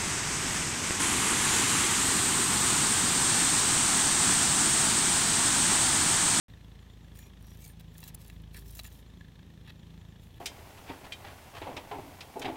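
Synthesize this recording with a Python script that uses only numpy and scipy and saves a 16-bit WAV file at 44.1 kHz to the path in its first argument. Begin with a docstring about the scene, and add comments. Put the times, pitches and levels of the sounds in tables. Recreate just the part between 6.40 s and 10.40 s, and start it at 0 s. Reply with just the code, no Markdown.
"""Outdoors in the grass, a hand lifts a large mussel shell, tips it against other shells, lays it back
and touches the next one. Each contact rings the thin shell: it clicks, scrapes and squeaks once,
while grass blades brush it and snap past its rim. Some way off an engine idles, every firing a low
exhaust puff and a light knock. An insect chirps faintly over the rumble and hiss of open air."""
import sys
import numpy as np
from scipy import signal
from scipy.fft import rfft, irfft
from scipy.io import wavfile

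SR = 44100
rng = np.random.default_rng(int(sys.argv[2]) if len(sys.argv) > 2 else 0)


def waveform_to_disk(signal):
    """Save audio, clipped to [-1, 1], as 16-bit WAV at the path in sys.argv[1]."""
    frames = np.transpose(np.atleast_2d(signal))
    scaled = np.clip(frames, -1, 1) * 32767
    samples = np.round(scaled).astype(np.int16)
    wavfile.write(sys.argv[1], SR, samples)


N = 176400


def amp(db):
    """Decibels to gain."""
    return 10 ** (np.asarray(db) / 20)

def unit(x):
    """Scales to rms 1."""
    return x / np.sqrt(np.mean(x ** 2) + 1e-20)

def curve(points):
    """Joins (seconds, value) points over the whole scene."""
    return np.interp(np.arange(N) / SR, *np.transpose(points))

def drift(hz):
    """Random wander of rms 1, no faster than the given rate."""
    return unit(irfft(rfft(rng.standard_normal(N)) * (np.fft.rfftfreq(N, 1 / SR) < hz), N))

def sine(hz):
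    """A sine that follows a moving pitch."""
    return np.sin(2 * np.pi * np.cumsum(hz) / SR)

def add(mix, start_s, sound):
    """Mixes a sound in at a time."""
    part = mix[max(round(start_s * SR), 0):][:len(sound)]
    part += sound[:len(part)]

def colour(x, points, size=8192):
    """A minimum-phase EQ of unit energy, shaped by (Hz, dB) points."""
    point_hz, point_db = np.transpose(points)
    hz = abs(np.fft.fftfreq(size, 1 / SR))
    db = np.interp(np.log(hz + 1), np.log(point_hz + 1), point_db)
    response = np.exp(np.conj(signal.hilbert(np.log(amp(db)))))
    taps = np.fft.ifft(response).real[:size // 2]
    return signal.oaconvolve(x, taps / np.linalg.norm(taps))[:len(x)]

def bump(centre_hz, octaves, skirt_db):
    """EQ points for a broad peak over a flat skirt."""
    hz = np.geomspace(100, 20000, 24)
    peak = np.exp(-.5 * (np.log2(hz / centre_hz) / octaves) ** 2)
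    return np.c_[hz, 20 * np.log10(peak + amp(skirt_db))]


# The ring of the mussel shell. Each row: pitch in Hz, level in dB, seconds to die away by 60 dB.
SHELL_MODES = [(690, 3, .02), (930, 0, .015), (1230, -4, .03), (1720, -1.5, .04), (1890, -2.5, .045),
               (2350, -4, .016), (2680, 1.5, .025), (3380, -2, .025), (3930, 6, .018), (4400, 3, .009),
               (5450, 2, .015), (7160, -1, .025), (9150, -1, .02), (11300, -1, .015)]

def shell(contact, ring_db):
    """A contact plus the short ring that it excites in the thin shell."""
    t = np.arange(3000) / SR
    ring = sum(amp(db - 60 * t / t60) * np.cos(2 * np.pi * hz * t) for hz, db, t60 in SHELL_MODES)
    rung = signal.oaconvolve(contact, ring / np.linalg.norm(ring))[:len(contact)]
    return (contact + amp(ring_db) * rung) / np.hypot(1, amp(ring_db))


# Shell against shell. Each row: start in seconds, level in dB, EQ centre in Hz, grit decay in seconds.
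CLACKS = [(1.630, -44, 3100, 0.0026), (1.6305, -46.5, 910, 0.0023), (1.638, -45, 3870, 0.0028),
          (1.678, -54, 3670, 0.012), (1.900, -40.5, 2320, 0.0014), (2.146, -44.5, 1800, 0.0033),
          (2.168, -50.5, 1780, 0.0048), (2.3927, -33, 4440, 0.0011), (2.393, -37, 1700, 0.0014),
          (2.394, -44.5, 770, 0.0017), (2.397, -34, 3470, 0.0016), (2.451, -45.5, 1850, 0.003),
          (3.276, -50, 1900, 0.0034), (3.296, -51.5, 3600, 0.004)]

def clacks(strike_db=16):
    """A hard strike and a few milliseconds of grit ring the shell."""
    out, t = np.zeros(N), np.arange(4096) / SR
    strike = amp(strike_db) * (t == 0)
    for start, db, centre_hz, decay_s in CLACKS:
        grit = np.exp(-t / decay_s) * rng.standard_normal(len(t))
        contact = colour(grit + strike, bump(centre_hz, octaves=.36, skirt_db=-14))
        add(out, start, amp(db) * unit(shell(contact, ring_db=6)) * grit.std())
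    return out


def grains(per_second=4000, spread_db=4):
    """Friction as dense, tiny slips of very unequal size."""
    size = amp(spread_db * np.minimum(rng.exponential(1, N), 5))
    return unit(size * rng.choice([-1, 1], N) * (rng.random(N) < per_second / SR))

def blades(x, spacing_hz=400, ripple_db=4.2):
    """Each tuft of grass has its own random set of resonances."""
    hz = np.linspace(0, 100 * spacing_hz, 100)
    return colour(x, np.c_[hz, ripple_db * rng.standard_normal(len(hz))], size=1024)

def brushing(size=2048):
    """Grass rubs on shell; new blades take over every few hundredths of a second."""
    out, slips = np.zeros(N), np.pad(grains(), (0, size))
    window = np.sin(np.pi * np.arange(size) / size)
    for i in range(0, N, size // 2):
        add(out, i / SR, blades(slips[i:i + size] * window))
    return unit(out)


# The shell's slides. Each row: start in seconds, length in seconds, peak position from 0 to 1,
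# grass level in dB, rim level in dB.
STROKES = [(0.734, 0.19, 0.13, -59, -73), (0.97, 0.34, 0.36, -64.5, -75.5), (1.183, 0.17, 0.37, -56, -77),
           (1.392, 0.027, 0.45, -57.5, -64), (1.501, 0.21, 0.91, -55.5, -67), (1.675, 0.02, 0.3, -59, -67),
           (1.78, 0.24, 0.09, -60, -74.5), (2.115, 0.12, 0.51, -52, -66.5), (2.193, 0.19, 0.66, -56.5, -80),
           (2.336, 0.097, 0.5, -49, -65.5), (2.425, 0.072, 0.4, -50.5, -62), (2.484, 0.15, 0.34, -58, -77),
           (3.241, 0.07, 0.95, -68, -58), (3.79, 0.16, 0.27, -67, -77.5), (3.908, 0.078, 1, -67, -72)]
# The crisp top end of the grass. Each row: frequency in Hz, relative level in dB.
RUSTLE_EQ = [(200, -24), (800, -32), (2000, -13), (4500, 3.5), (6500, 5.5), (9500, 6.5), (13000, 9),
             (16000, 10.5)]
# The midrange rasp of the rim. Each row: frequency in Hz, relative level in dB.
SCRAPE_EQ = [(150, -27), (600, 5.5), (1300, 8.5), (1800, 9), (3500, 14.5), (5000, 0.5), (8000, -13)]

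def sliding():
    """Each stroke swells and fades, catching unevenly: grass brushes the shell and its rim scrapes."""
    grass_gain, rim_gain = np.zeros(N), np.zeros(N)
    for start, length, peak, grass_db, rim_db in STROKES:
        progress = np.arange(0, length, 1 / SR) / length
        push = np.interp(progress, [0, np.clip(peak, .05, .95), 1], [0, 1, 0])
        add(grass_gain, start, amp(grass_db) * push)
        add(rim_gain, start, amp(rim_db) * push)
    catch = amp(2 * drift(hz=97))
    rustle = colour(brushing() * grass_gain * catch, RUSTLE_EQ)
    scrape = colour(grains() * rim_gain * catch, SCRAPE_EQ)
    return shell(rustle, ring_db=-5) + shell(scrape, ring_db=-3)


# Pitched rubs on the shell. Each row: start in seconds, length in seconds, pitch in Hz, level in dB.
DRAGS = [(.745, .15, 2140, -74.5), (0.743, .15, 2420, -69), (0.749, .15, 5720, -71),
         (.75, 0.12, 7000, -67.5), (1.024, 0.13, 5750, -68.5), (1.197, 0.12, 2290, -67.5),
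         (1.207, 0.073, 6460, -65), (1.23, .1, 9070, -64.5), (1.623, 0.08, 3940, -67.5),
         (2.143, 0.043, 1830, -55.5), (2.439, 0.043, 7160, -59)]

def drags(width_hz=90):
    """A dragging finger or rim sticks and slips, sounding the one resonance that the grip leaves free."""
    out = np.zeros(N)
    for start, length, hz, db in DRAGS:
        progress = np.arange(0, length, 1 / SR) / length
        friction = rng.standard_normal(len(progress))
        rung = signal.lfilter(*signal.iirpeak(hz, hz / width_hz, SR), friction)
        add(out, start, amp(db) * unit(rung) * np.sqrt(np.sin(np.pi * progress)))
    return out


# The partials of the squeak. Each row: pitch in Hz, level in dB.
SQUEAK_PARTIALS = [(9950, -42.5), (11900, -48), (14300, -45.5)]

def squeak(peak_s=1.7483, width_s=.0023, wobble_hz=130):
    """The rim gives one very short, high stick-slip squeak."""
    swell = np.exp(-.5 * ((np.arange(N) / SR - peak_s) / width_s) ** 2)
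    return swell * sum(amp(db) * sine(hz + wobble_hz * drift(hz=790)) for hz, db in SQUEAK_PARTIALS)


# Bright ticks of grass. Each row: start in seconds, level in dB, width of the swell in seconds.
SNAPS = [(0.789, -48, 0.0015), (.801, -59, 0.002), (1.025, -55.5, 0.00095), (1.068, -55.5, 0.00093),
         (1.172, -53, .0006), (1.277, -49, 0.0016), (1.581, -41.5, 0.00053), (1.604, -46, .0008),
         (1.638, -44.5, 0.0018), (1.676, -50, .004), (1.745, -43, .0027), (1.815, -55.5, 0.0024),
         (1.863, -56, 0.00084), (1.88, -48, 0.00075), (2.019, -57.5, 0.00074), (2.143, -50, 0.00055),
         (2.349, -46.5, 0.0026), (2.398, -44, 0.00055), (2.434, -47, .00091)]

def grass_snaps():
    """A dry blade catches on the rim and flicks free in a puff of bright noise."""
    out, t = np.zeros(N), np.arange(4096) / SR
    bright = bump(centre_hz=11300, octaves=.62, skirt_db=-9)
    for start, db, width_s in SNAPS:
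        swell = np.exp(-.5 * (t / width_s - 1.5) ** 2)
        flick = colour(rng.standard_normal(len(t)) * swell, bright, size=1024)
        swell_rms = np.sqrt(np.mean(swell ** 2))
        add(out, start, amp(db) * unit(blades(flick)) * swell_rms)
    return out


# The ring of the engine block. Each row: pitch in Hz, gain in dB before weighting by ring time,
# seconds to die away by 60 dB.
BLOCK_MODES = [(1720, 5, 0.019), (1876, -2.5, 0.013), (2580, -16.5, 0.029), (3360, 6, 0.0047),
               (3690, -6, 0.031), (4115, -3, 0.057)]

def engine_block(knocks, sway_db=3.5):
    """The block rings as loud as the knocks that drive it; its modes stand out by turns."""
    ring = np.zeros(N)
    for hz, db, t60 in BLOCK_MODES:
        q = hz * t60 * np.pi / np.log(1000)
        mode = signal.lfilter(*signal.iirpeak(hz, q, SR), knocks)
        ring += amp(db + sway_db * drift(hz=12)) * t60 * mode
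    return unit(unit(knocks) + unit(ring))


# The idle speed, sagging slightly midway. Each row: time in seconds, firings per second.
FIRING_RATE = [(0, 27.55), (1.4, 27.53), (1.72, 26.75), (2.6, 27.33), (4, 27.38)]
# The body of the exhaust. Each row: multiple of the mean firing rate, relative level in dB.
EXHAUST_EQ = [(1, -29), (2, -8.5), (3, -1), (4, -1), (5, -11), (6, -8), (7, -7), (8, -17.5), (10, -18.5),
              (14, -28.5), (22, -30), (40, -54)]
# The metallic colour of the knock. Each row: frequency in Hz, relative level in dB.
KNOCK_EQ = [(200, 3.5), (500, -10.5), (1000, 1.5), (1450, -7), (1750, -3.5), (2250, -3.5), (3450, 1),
            (4150, -7), (4750, -9), (8000, -24), (16000, -38)]
# Fader rides for the deepest engine tone, the knock and the hum. Each row: time in seconds, level in dB.
BOOM_FADER = [(0, -54.5), (1.3, -54), (1.65, -56), (2.0, -49.5), (2.3, -48), (2.6, -54.5), (3.1, -58.5),
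              (4, -57)]
KNOCK_FADER = [(0, -67), (.43, -66), (1, -68), (2.1, -68), (3.2, -66.5), (3.6, -68)]
HUM_FADER = [(0, -65.5), (1.1, -63), (1.4, -56), (1.8, -57.5), (2.0, -58.5), (2.7, -61.5), (4, -58.5)]

def engine(first_firing_s=.0265, puff_lag_s=.002, knock_lag_s=.0028, knock_width_s=.0025, hum_hz=162.7):
    """Every firing gives a low exhaust puff and a short metallic knock; a hum runs beside them."""
    rate = curve(FIRING_RATE)
    cycles = np.cumsum(rate) / SR - first_firing_s * rate[0]
    firing_times = np.flatnonzero(np.diff(np.floor(cycles))) / SR
    puffs, knock_gain, t = np.zeros(N), np.zeros(N), np.arange(SR // 20) / SR
    swell = np.exp(-.5 * ((t - t.mean() - knock_lag_s) / knock_width_s) ** 2)
    for firing in firing_times:
        puff_db, knock_db = rng.normal(0, [1, 1.8])  # no two firings are equally strong
        add(puffs, firing + puff_lag_s, amp([puff_db]))
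        add(knock_gain, firing - t.mean(), amp(knock_db) * swell)
    exhaust_eq = [(order * rate.mean(), db) for order, db in EXHAUST_EQ]
    exhaust = unit(colour(puffs - puffs.mean(), exhaust_eq))
    deep = signal.sosfiltfilt(signal.butter(2, [44, 66], "band", fs=SR, output="sos"), exhaust)
    throb = amp(-55) * unit(exhaust - deep)
    boom = amp(curve(BOOM_FADER)) * unit(deep)
    clatter = (knock_gain + .21) * rng.standard_normal(N)  # a bed of noise stays between knocks
    knock = amp(curve(KNOCK_FADER)) * engine_block(colour(clatter, KNOCK_EQ))
    hum = amp(curve(HUM_FADER)) * np.sqrt(2) * sine(hum_hz + 2.047 * drift(hz=5.5))
    return throb + boom + knock + hum


# The insect's cues. Each entry: start of a chirp in seconds.
CHIRP_STARTS = [.397, .505, .627, .849, 1.49, 2.565, 2.674, 2.782, 3.378, 3.585, 3.687, 3.797]

def insect(pitch_hz=7130, fall_hz=154, syllable_s=.0086, spacing_s=.012, level_db=-70.5):
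    """Each chirp is three short, slightly falling syllables."""
    out, progress = np.zeros(N), np.arange(0, 1, 1 / (syllable_s * SR))
    swell = amp(level_db) * np.sin(np.pi * progress)
    for start in CHIRP_STARTS:
        for syllable in range(3):
            hz = pitch_hz + 70 * rng.standard_normal() + fall_hz * (.5 - progress)
            add(out, start + syllable * spacing_s, swell * sine(hz))
    return out


def faint_tone(start_s=2.12, length_s=.24, pitch_hz=394, level_db=-63):
    """A faint low tone comes and goes."""
    progress = np.clip((np.arange(N) / SR - start_s) / length_s, 0, 1)
    return amp(level_db) * np.sin(np.pi * progress) * sine(pitch_hz + 2 * drift(hz=22))


# The two layers of the outdoor bed. Each row: frequency in Hz, relative level in dB.
RUMBLE_EQ = [(20, -41), (36, -5), (60, -2.5), (120, 2), (180, -1), (280, -8.5), (450, -18), (800, -28.5),
             (2000, -62.5)]
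HISS_EQ = [(240, -28.5), (400, 1.5), (636, -5), (879, -2.5), (1510, -10.5), (1760, -8), (2250, -9.5),
           (3420, -8), (4800, -16), (5690, -14), (10500, -22.5), (12100, -20), (16000, -23.5)]

def open_air(rumble_db=-56, hiss_db=-66):
    """Low rumble and a soft hiss, each wavering a little in level."""
    rumble = colour(rng.standard_normal(N), RUMBLE_EQ) * amp(rumble_db + drift(hz=4.6))
    hiss = colour(rng.standard_normal(N), HISS_EQ) * amp(hiss_db + .5 * drift(hz=2.3))
    return rumble + hiss


def scene():
    """Shell and grass close by, everything else far off, in mono."""
    close = clacks() + grass_snaps() + squeak() + sliding() + drags()
    far = engine() + insect() + faint_tone() + open_air()
    return (close + far)[None]

def record(dry, silence_s=.083, cutoff_hz=15950):
    """The sound cuts in after a moment of silence; a steep low-pass trims the very top."""
    gate = np.arange(N) / SR >= silence_s
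    lowpass = signal.firwin(511, cutoff_hz, window=("kaiser", 9), fs=SR)
    return signal.oaconvolve(dry * gate, lowpass[None], "same")


dry = scene()
out = record(dry)
waveform_to_disk(out)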